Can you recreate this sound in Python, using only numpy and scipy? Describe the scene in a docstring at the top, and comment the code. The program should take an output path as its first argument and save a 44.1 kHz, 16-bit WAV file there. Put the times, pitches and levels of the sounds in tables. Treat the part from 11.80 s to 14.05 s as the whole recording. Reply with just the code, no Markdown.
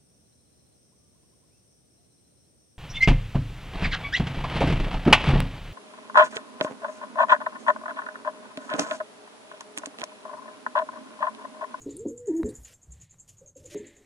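"""In a small concrete loft pigeons coo: a farther bird rises and holds, then a near one drops in loudly.
Coos are wavering tones with overtones and breath through a beak; dull low knocks, maybe of wing or throat,
excite the loft's modes. A small bird outside trills high falling chips, swept sines with a noise tail, over
a rasp and a thin peep. Feet scuff, snap, tick and thump on gritty ground, feathers rustle, and the yard adds
faint hiss and rumble."""
import sys
import numpy as np
from scipy import signal
from scipy.fft import rfft, irfft, next_fast_len
from scipy.io import wavfile
from scipy.ndimage import uniform_filter1d, map_coordinates

SR = 44100
rng = np.random.default_rng(int(sys.argv[2]) if len(sys.argv) > 2 else 0)


def master_out(mix):
    """Clip the mix to full scale and print it as 16-bit PCM to the path in sys.argv[1]."""
    frames = np.transpose(np.atleast_2d(mix))
    ceiling = np.clip(frames, -1, 1)
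    pcm = np.round(ceiling * 32767).astype(np.int16)
    wavfile.write(sys.argv[1], SR, pcm)


N = 99225
T = np.arange(N) / SR  # seconds

# Faint outdoor hiss spectrum. Each row: frequency in Hz, relative density in dB per Hz.
HISS_SPECTRUM = [(25, -3.5), (110, -4.5), (330, -12.5), (800, -17.5), (2000, -26.5), (5000, -30.5),
                 (7500, -20.5), (10000, -32), (14400, -35.5)]
# Hiss level over time. Each row: time in seconds, level in dB.
HISS_LEVEL = [(0.0, -58), (0.22, -64.5), (0.43, -67), (0.72, -58.5), (0.98, -67), (1.2, -65),
              (1.285, -75.5), (1.34, -67), (1.68, -66.5), (1.74, -76), (1.78, -66.5), (2.01, -64),
              (2.25, -64.5)]
# Low rumble spectrum. Each row: frequency in Hz, relative density in dB per Hz.
RUMBLE_SPECTRUM = [(12, -12), (20, -3), (65, -1.5), (97, 11.5), (189, -0.5), (200, -24), (260, -64.5),
                   (440, -120)]
# Rumble level over time. 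Each row: time in seconds, level in dB.
RUMBLE_LEVEL = [(0.0, -54.5), (0.55, -63), (0.71, -49.5), (0.87, -67.5), (1.62, -63), (1.73, -68),
                (1.9, -58), (2.25, -73.5)]
PATCH_DB = 1  # standard deviation of the gain patches

# Chips of the trill. Each row: start of the main sweep in seconds, peak level in dB, mid-sweep pitch in Hz.
CHIPS = [(0.017, -41.5, 6880), (0.1055, -42, 7080), (0.191, -42, 7360), (0.2827, -41, 7190),
         (0.376, -40.5, 7170), (0.4704, -40, 7180), (0.565, -44, 6950), (0.658, -41, 7310),
         (0.752, -38.5, 7080), (0.8465, -41, 7060), (0.9366, -48.5, 7400), (1.0283, -49, 7210),
         (1.1192, -43.5, 7330), (1.213, -44, 7050), (1.3079, -47, 7140), (1.3973, -43.5, 7440),
         (1.49, -47.5, 7130), (1.582, -49.5, 6970), (1.673, -51, 7250), (1.7647, -47.5, 7360),
         (1.8558, -41, 7120), (1.9335, -55, 6700), (1.974, -44.5, 7340), (2.0677, -44.5, 7180),
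         (2.1656, -51.5, 7120)]
CHIP_S, CHIP_FALL_HZ = 0.0053, 489.5  # length and fall of every note
LOW_HZ, LOW_LAG_S, LOW_DB = 6480, 0.0036, -51  # low end, after the main sweep starts; mean level
LEAD_S, LEAD_HZ, LEAD_DB = 0.013, 6690, -3.5  # low note ahead of the sweep; level relative to the low end
YARD_T60_S, YARD_DB, YARD_GAP_S = 0.12, 1, 0.0025  # echo decay, level over the direct sound, delay
# Spectrum of the rasp under the chips. Each row: frequency in Hz, relative density in dB per Hz.
RASP_SPECTRUM = [(3000, -16.5), (5800, -11.5), (7000, 14.5), (9000, 3), (14500, -24.5)]
RASP_DB, RASP_T60_S = -13.5, 0.2  # level relative to the chip, decay
# A thin high peep. The one row: start in seconds, pitch in Hz, level in dB, t60 in seconds.
PEEP = (.293, 11330, -64, .16)

# Dull low knocks, maybe of wing or throat. Each row: start in seconds, relative level in dB, rise in seconds,
# t60 in seconds.
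DULL_KNOCKS = [(.005, -58, 0.006, 1), (.055, -32.5, 0.01592, 0.45), (0.248, -32, 0.0065, 0.24),
               (0.478, -44, 0.012, 0.61), (0.633, -31.5, 0.00324, 0.21), (0.671, -38.5, 0.008, 0.16),
               (1.601, -64, 0.0094, 0.53), (1.76, -57, 0.0056, 1), (1.944, -34.5, 0.00075, 0.36),
               (2.031, -61, 0.011, 0.19), (2.161, -55, 0.03, 0.28)]
# Low resonances of the loft. Each row: frequency in Hz, width in Hz, gain in dB.
LOFT_MODES = [(243.3, 9.8, -4), (289.8, 23.5, 1.5), (333.5, 18.3, -1), (415, 24, 4.5), (504.3, 16.2, -3.5),
              (690, 74, -22), (922, 36, -1)]
KNOCK_NOISE_DB, KNOCK_PULSE_DB = 23.0, 47.5  # gains of noise and one-sample pulse over the knock's level
HEAD_T60_S, HEAD_DB = 0.095, 6.5  # faster decay and its level over the slow one
SOFT_HZ, BOTTOM_HZ = 503, 172  # corners above and below which the knocks are weakened

# Feather rustles. Each row: start in seconds, hold in seconds, level in dB, tilt in dB per octave,
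# t60 in seconds.
RUSTLES = [(0.04, 0.096, -66.5, 17.5, 0.52), (.42, 0.32, -70.5, -27, .4), (1.1, 0.24, -73.5, 10.5, 0.11),
           (1.88, 0.19, -60, 1.5, 0.87)]
# Rustle spectrum. Each row: frequency in Hz, relative density in dB per Hz.
FEATHER_SPECTRUM = [(710, -58.5), (1200, -31.5), (1830, 2.5), (2900, -10), (3700, -9.5), (4600, -18.5),
                    (7800, -48), (13200, -120)]
GRIT_PER_S, GRIT_DB = 1500, 7  # grains a second; extra amplitude of a grain over the base noise

# The farther bird's coo. Each row: time in seconds, pitch in Hz, level in dB.
FAR_COO = [(0.15, 320.9, -52.5), (0.178, 350.3, -46), (0.208, 445.7, -37.5), (0.274, 525.7, -54),
           (0.298, 553, -51), (0.312, 446.4, -38), (0.35, 480.7, -47), (0.458, 491, -43.5),
           (0.48, 444, -39)]
# The near coo, a list of two parts: call and low end. Each row: time in seconds, pitch in Hz, level in dB.
NEAR_COO = [
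    [(0.468, 414, -48.5), (0.482, 415, -25.5), (0.49, 427, -23.5), (0.504, 325.6, -24.5),
     (0.514, 316.8, -22), (0.526, 310.8, -34.5), (0.55, 321, -25.5), (0.586, 333, -28),
     (0.602, 327.5, -21.5), (0.62, 315, -29), (0.626, 331, -43.5), (0.63, 330, -18.5)],
    [(0.632, 251.5, -30), (0.658, 239.5, -32.5), (0.7, 244, -49.5)],
]
# Resonances that pass overtones and breath. Each row: frequency in Hz, width in Hz, gain in dB.
BEAK_MODES = [(650, 120, -36), (930, 30, -33)]
WAVER, FLUTTER_DB, WAX_DB = .012, .8, 5  # pitch as a fraction, tone level, overtone level
BREATH_DB, LOUD_DB = 9.5, -25  # breath over overtones; tone level where overtone drive equals it

# Crisp snaps of dry litter. Each row: start in seconds, hold in seconds, level in dB, tilt in dB per octave,
# t60 in seconds.
SNAPS = [(.1665, 0.0029, -48, 7, 0.0593), (.689, 0.0043, -46.5, -3.5, 0.084)]
# Snap spectrum. Each row: frequency in Hz, relative density in dB per Hz.
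LITTER_SPECTRUM = [(2060, -53), (3500, -16.5), (4570, -1), (5300, -34), (7250, 0.5), (9290, 4.5),
                   (14400, -27.5)]
# Foot scuffs on grit. Each row: start in seconds, hold in seconds, level in dB, tilt in dB per octave,
# t60 in seconds.
SCUFFS = [(.53, 0.11, -66.5, 13.5, .2), (.73, 0.21, -63, 12.5, 0.096), (.84, 0.093, -58, -4.5, 0.058),
          (1.205, 0.041, -63, -1.5, 0.058), (1.474, 0.017, -57, 3, 0.2), (1.755, 0.055, -68.5, 2.5, 0.71),
          (1.845, 0.02, -61.5, -1, 0.25), (1.895, 0.053, -50.5, -1, 0.0097)]
# Scuff spectrum. Each row: frequency in Hz, relative density in dB per Hz.
GRIT_SPECTRUM = [(530, 18.5), (900, -21.5), (1850, -4.5), (2340, -5), (2750, -0.5), (4030, -5), (6350, -1),
                 (11400, -9.5), (14500, -22)]
# Sharp ticks. Each row: time in seconds, relative level in dB.
TICKS = [(.632, -21.5), (1.343, -46.5), (1.946, -35)]
# Resonances struck by a tick. 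Each row: frequency in Hz, width in Hz, gain in dB.
TICK_MODES = [(960, 540, 2), (2070, 750, -4), (3860, 88, -6.5)]
# Soft thumps. Each row: start in seconds, level in dB, pitch in Hz, t60 in seconds.
THUMPS = [(0.636, -23, 76, 0.093), (.785, -36.5, 58, 0.21), (1.081, -40, 71.3, 0.44),
          (1.085, -54, 145.2, 0.57), (1.165, -42, 107, 0.1), (1.175, -56, 164.3, 0.55),
          (1.225, -44.5, 110, 0.14), (1.801, -49.5, 90.7, 0.29)]
THUMP_RISE_S, THUMP_FLUTTER_DB, THUMP_WAVER = 0.0038, 2, .08  # waver as a fraction of pitch

# Short distant coos. Each row: start in seconds, first pitch in Hz, last pitch in Hz, tail level in dB,
# t60 in seconds.
PUFFS = [(1.611, 492.4, 591, -56, .25), (1.683, 550, 560, -68, 0.1), (1.758, 525, 584, -54, 0.28),
         (1.844, 515, 542, -50.5, 0.11), (1.872, 323.3, 345, -54.5, 1.05), (1.915, 556.7, 588, -56.5, 0.72)]
PUFF_SLIDE_S, PUFF_RISE_S, PUFF_FLUTTER_DB = 0.0288, 0.0057, 5
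PUFF_HEAD_T60_S, PUFF_HEAD_DB = 0.08, 7  # faster decay and its level over the tail
ECHO_T60_S, COO_ECHO_DB, PUFF_ECHO_DB = .3, -12, -6  # wall echo decay and its levels

# Stereo spread. Each row: frequency in Hz, side level over mid in dB.
WIDTH = [(500, -72), (3000, -42.5), (5500, -22), (7000, -18), (9000, -3), (14000, -5)]
TOP_HZ = 14450  # band limit


def amp(db):
    """Amplitude ratio of a level in decibels."""
    return 10 ** (np.asarray(db) / 20)


def unit(x):
    """Normalization to unit root-mean-square."""
    return x / np.sqrt(np.mean(x ** 2) + 1e-20)


def along(points, hz):
    """Interpolation of (Hz, value) points on a logarithmic frequency axis."""
    f, v = np.transpose(points)
    return np.interp(np.log(hz + 1), np.log(f + 1), v)


def wobble(rate):
    """Slow random modulation: a smooth curve through rate random knots a second."""
    return map_coordinates(rng.standard_normal(int(N * rate / SR) + 4), [T * rate])


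def filtered(x, response):
    """Linear filtering: the spectrum of x times a complex response of frequency."""
    m = next_fast_len(N + SR // 2)
    return irfft(rfft(x, m) * response(np.fft.rfftfreq(m, 1 / SR)), m)[..., :N]


def resonances(table, sign=-1):
    """Modal superposition: causal resonators summed, alternating in polarity when sign is -1."""
    def response(f):
        total = 0
        for k, (center, width, db) in enumerate(table):
            damping = 1j * f * width
            total = total + sign ** k * amp(db) * damping / (center * center - f * f + damping)
        return total
    return response


def burst(start, rise, t60):
    """Transient envelope: saturating rise, exponential decay of 60 dB per t60."""
    u = np.clip(T - start, 0, None)
    return (1 - np.exp(-u / rise)) * amp(-60 * u / t60)


def noise(spectrum):
    """Coloured noise: white noise shaped by a spectral density."""
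    return unit(filtered(rng.standard_normal(N), lambda hz: amp(along(spectrum, hz))))


def patchy(x, db):
    """Random modulation in time and frequency: a smoothed field of gains on the short-time spectrum."""
    z = signal.stft(x, nperseg=256)[2]
    field = uniform_filter1d(rng.standard_normal(z.shape), 4, 0)
    field = uniform_filter1d(field, 8, 1)
    return signal.istft(z * amp(db * unit(field)), nperseg=256)[1][:N]


def gritty(rows, spectrum, rise, patch_db):
    """Granular friction: noise with random strong grains rises over a given time, holds and decays."""
    out = np.zeros(N)
    for s, hold, db, tilt_db, t60 in rows:
        def colour(hz):
            tilt = tilt_db * np.log2((hz + 500) / 4000)
            bass_cut = 1 + (800 / (hz + 1)) ** 6
            return amp(along(spectrum, hz) + tilt) / bass_cut
        grains = rng.random(N) < GRIT_PER_S / SR
        grit = rng.standard_normal(N) * (1 + grains * amp(GRIT_DB))
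        grit = unit(filtered(grit, colour))
        attack = np.clip((T - s) / rise, 0, 1)
        release = amp(-60 * np.clip(T - s - hold, 0, None) / t60)
        out += attack * release * amp(db + 1.8 * patch_db * wobble(90)) * grit
    return patchy(out, patch_db)


def yard():
    """Stationary noise under slow modulation: faint outdoor hiss and an unsteady low rumble."""
    hiss_db = np.interp(T, *np.transpose(HISS_LEVEL)) + 0.41 * wobble(23)
    rumble_db = np.interp(T, *np.transpose(RUMBLE_LEVEL)) + wobble(15.0)
    return amp(hiss_db) * patchy(noise(HISS_SPECTRUM), PATCH_DB) + amp(rumble_db) * noise(RUMBLE_SPECTRUM)


def trill():
    """Frequency sweeps in a reverberant yard: lead note, falling sweep and low end, each chip with echoes."""
    pad = SR // 10
    out, t = np.zeros(N + SR), np.arange(SR // 20) / SR

    def note(at, hz, db):
        u = np.clip((t - at) / CHIP_S, 0, 1)
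        phase = 2 * np.pi * np.cumsum(hz + CHIP_FALL_HZ * (.5 - u)) / SR
        return amp(db) * np.sin(np.pi * u) * np.sin(phase)

    late = np.arange(SR // 4) / SR
    for s, db, mid_hz in CHIPS:
        low_db = LOW_DB + 3.15 * rng.standard_normal()
        chip = note(0, LEAD_HZ, low_db + LEAD_DB) + note(LEAD_S, mid_hz, db)
        chip += note(LEAD_S + LOW_LAG_S, LOW_HZ, low_db)
        tail = rng.standard_normal(len(late)) * amp(-60 * late / YARD_T60_S) * (late > YARD_GAP_S)
        direct = late == 0
        answer = direct + amp(YARD_DB) * tail / np.linalg.norm(tail)
        heard = signal.fftconvolve(chip, answer)
        out[round((s - LEAD_S) * SR) + pad:][:len(heard)] += heard
    return out[pad:][:N]


def chip_rasp():
    """Broadband excitation: a decaying burst of coloured noise under each chip."""
    level = sum(amp(db + RASP_DB) * burst(s - LEAD_S / 2, .006, RASP_T60_S) for s, db, _ in CHIPS)
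    return level * patchy(noise(RASP_SPECTRUM), PATCH_DB)


def dull_knocks():
    """Forced resonance: each knock, a pulse and noise decaying fast then slowly, rings the loft's modes."""
    envelope = np.zeros(N)
    for s, db, rise, t60 in DULL_KNOCKS:
        decay = burst(s, rise, t60) + amp(HEAD_DB) * burst(s, rise, HEAD_T60_S)
        envelope += amp(db + KNOCK_NOISE_DB) * decay
    knocks = amp(2.8 * wobble(60)) * rng.standard_normal(N) * envelope
    for s, db, rise, _ in DULL_KNOCKS:
        knocks[round((s + rise) * SR)] += amp(db + KNOCK_PULSE_DB)
    ring = resonances(LOFT_MODES, sign=1)

    def flat(u):  # second-order maximally flat low-pass
        return 1 / (1 + np.sqrt(2) * u + u * u)

    def response(f):
        return ring(f) * flat(1j * f / SOFT_HZ) ** 3 * flat(BOTTOM_HZ / (1j * f + 1e-3)) ** 2
    return filtered(knocks, response)


def rustles():
    """Distributed friction: slow-starting grainy noise with the dull spectrum of feathers."""
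    return gritty(RUSTLES, FEATHER_SPECTRUM, .05, 0.83)


def coo(rows):
    """Source and filter: a nearly pure tone, with overtones and breath passed by fixed beak resonances."""
    s, hz, db = np.transpose(rows)
    phase = 2 * np.pi * np.cumsum(np.interp(T, s, hz) * (1 + WAVER * wobble(60.23))) / SR
    edges = np.clip(np.minimum(T - s[0], s[-1] - T) / 0.003, 0, 1)
    level = np.sqrt(2) * edges * amp(np.interp(T, s, db) + FLUTTER_DB * wobble(50.4))
    upper = sum(amp(WAX_DB * wobble(30)) * np.sin(k * phase) for k in (2, 3))
    upper = upper + amp(BREATH_DB) * rng.standard_normal(N)
    drive = level * level / amp(LOUD_DB)  # grows faster than the tone
    beak = resonances(BEAK_MODES)
    return level * np.sin(phase) + filtered(drive * upper, lambda f: beak(f) * (f > 520))


def snaps():
    """Brittle fracture: very short, fast-rising grainy noise of dry litter."""
    return gritty(SNAPS, LITTER_SPECTRUM, 0.0019, 1.7)


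def peep():
    """Damped oscillation: one thin high sine decays with a fluttering level."""
    s, hz, db, t60 = PEEP
    return amp(db + 4 * wobble(42)) * burst(s, 0.0072, t60) * np.sin(2 * np.pi * hz * T)


def scuffs():
    """Sliding friction: feet on grit give held, fading grainy noise."""
    return gritty(SCUFFS, GRIT_SPECTRUM, 0.015, PATCH_DB)


def ticks():
    """Impulse response: single-sample strikes excite a few resonances."""
    strikes = np.zeros(N)
    for s, db in TICKS:
        strikes[round(s * SR)] = amp(db + 16)
    return filtered(strikes, resonances(TICK_MODES))


def thumps():
    """Damped oscillation: low sines with wavering pitch and level rise quickly and decay."""
    out = np.zeros(N)
    for s, db, hz, t60 in THUMPS:
        level = amp(db + THUMP_FLUTTER_DB * wobble(39.9)) * burst(s, THUMP_RISE_S, t60)
        pitch = hz * (T > s) * (1 + THUMP_WAVER * wobble(30))
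        out += level * np.sin(2 * np.pi * np.cumsum(pitch) / SR)
    return out


def puffs():
    """Frequency glide: a short distant coo opens with a puff and slides up into a wavering, fading tone."""
    out = np.zeros(N)
    for s, from_hz, to_hz, db, t60 in PUFFS:
        slide = np.exp(-(np.clip(T - s, 0, None) / PUFF_SLIDE_S) ** 2)
        hz = to_hz + (from_hz - to_hz) * slide
        phase = 2 * np.pi * np.cumsum(hz * (1 + 2 * WAVER * wobble(70))) / SR
        head = amp(PUFF_HEAD_DB) * burst(s, PUFF_RISE_S, PUFF_HEAD_T60_S)
        decay = burst(s, PUFF_RISE_S, t60) + head
        out += amp(db + PUFF_FLUTTER_DB * wobble(45.13)) * decay * np.sin(phase)
    return out


def walls(x, db):
    """Diffuse reverberation: x plus its convolution with exponentially decaying noise."""
    t = T[:SR // 3]
    tail = rng.standard_normal(len(t)) * amp(-60 * t / ECHO_T60_S)
    return x + amp(db) * signal.fftconvolve(x, tail / np.linalg.norm(tail))[:N]


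def scene():
    """Superposition and decorrelation: sources sum at the centre; random phases spread mainly the treble."""
    coos = coo(FAR_COO) + sum(coo(rows) for rows in NEAR_COO)
    loft = walls(coos, COO_ECHO_DB) + walls(puffs(), PUFF_ECHO_DB) + dull_knocks() + rustles()
    outside = yard() + trill() + chip_rasp() + peep()
    feet = snaps() + scuffs() + ticks() + thumps()
    mid = loft + outside + feet
    hz, _, z = signal.stft(mid, SR, nperseg=512)
    turn = np.exp(2j * np.pi * rng.random(z.shape))
    spread = z * turn * amp(along(WIDTH, hz))[:, None]
    side = signal.istft(spread, SR, nperseg=512)[1][:N]
    return np.array([mid + side, mid - side])


def record(dry):
    """Band limitation: nothing is kept at or above the top frequency."""
    return filtered(dry, lambda hz: hz < TOP_HZ)


dry = scene()
out = record(dry)
master_out(out)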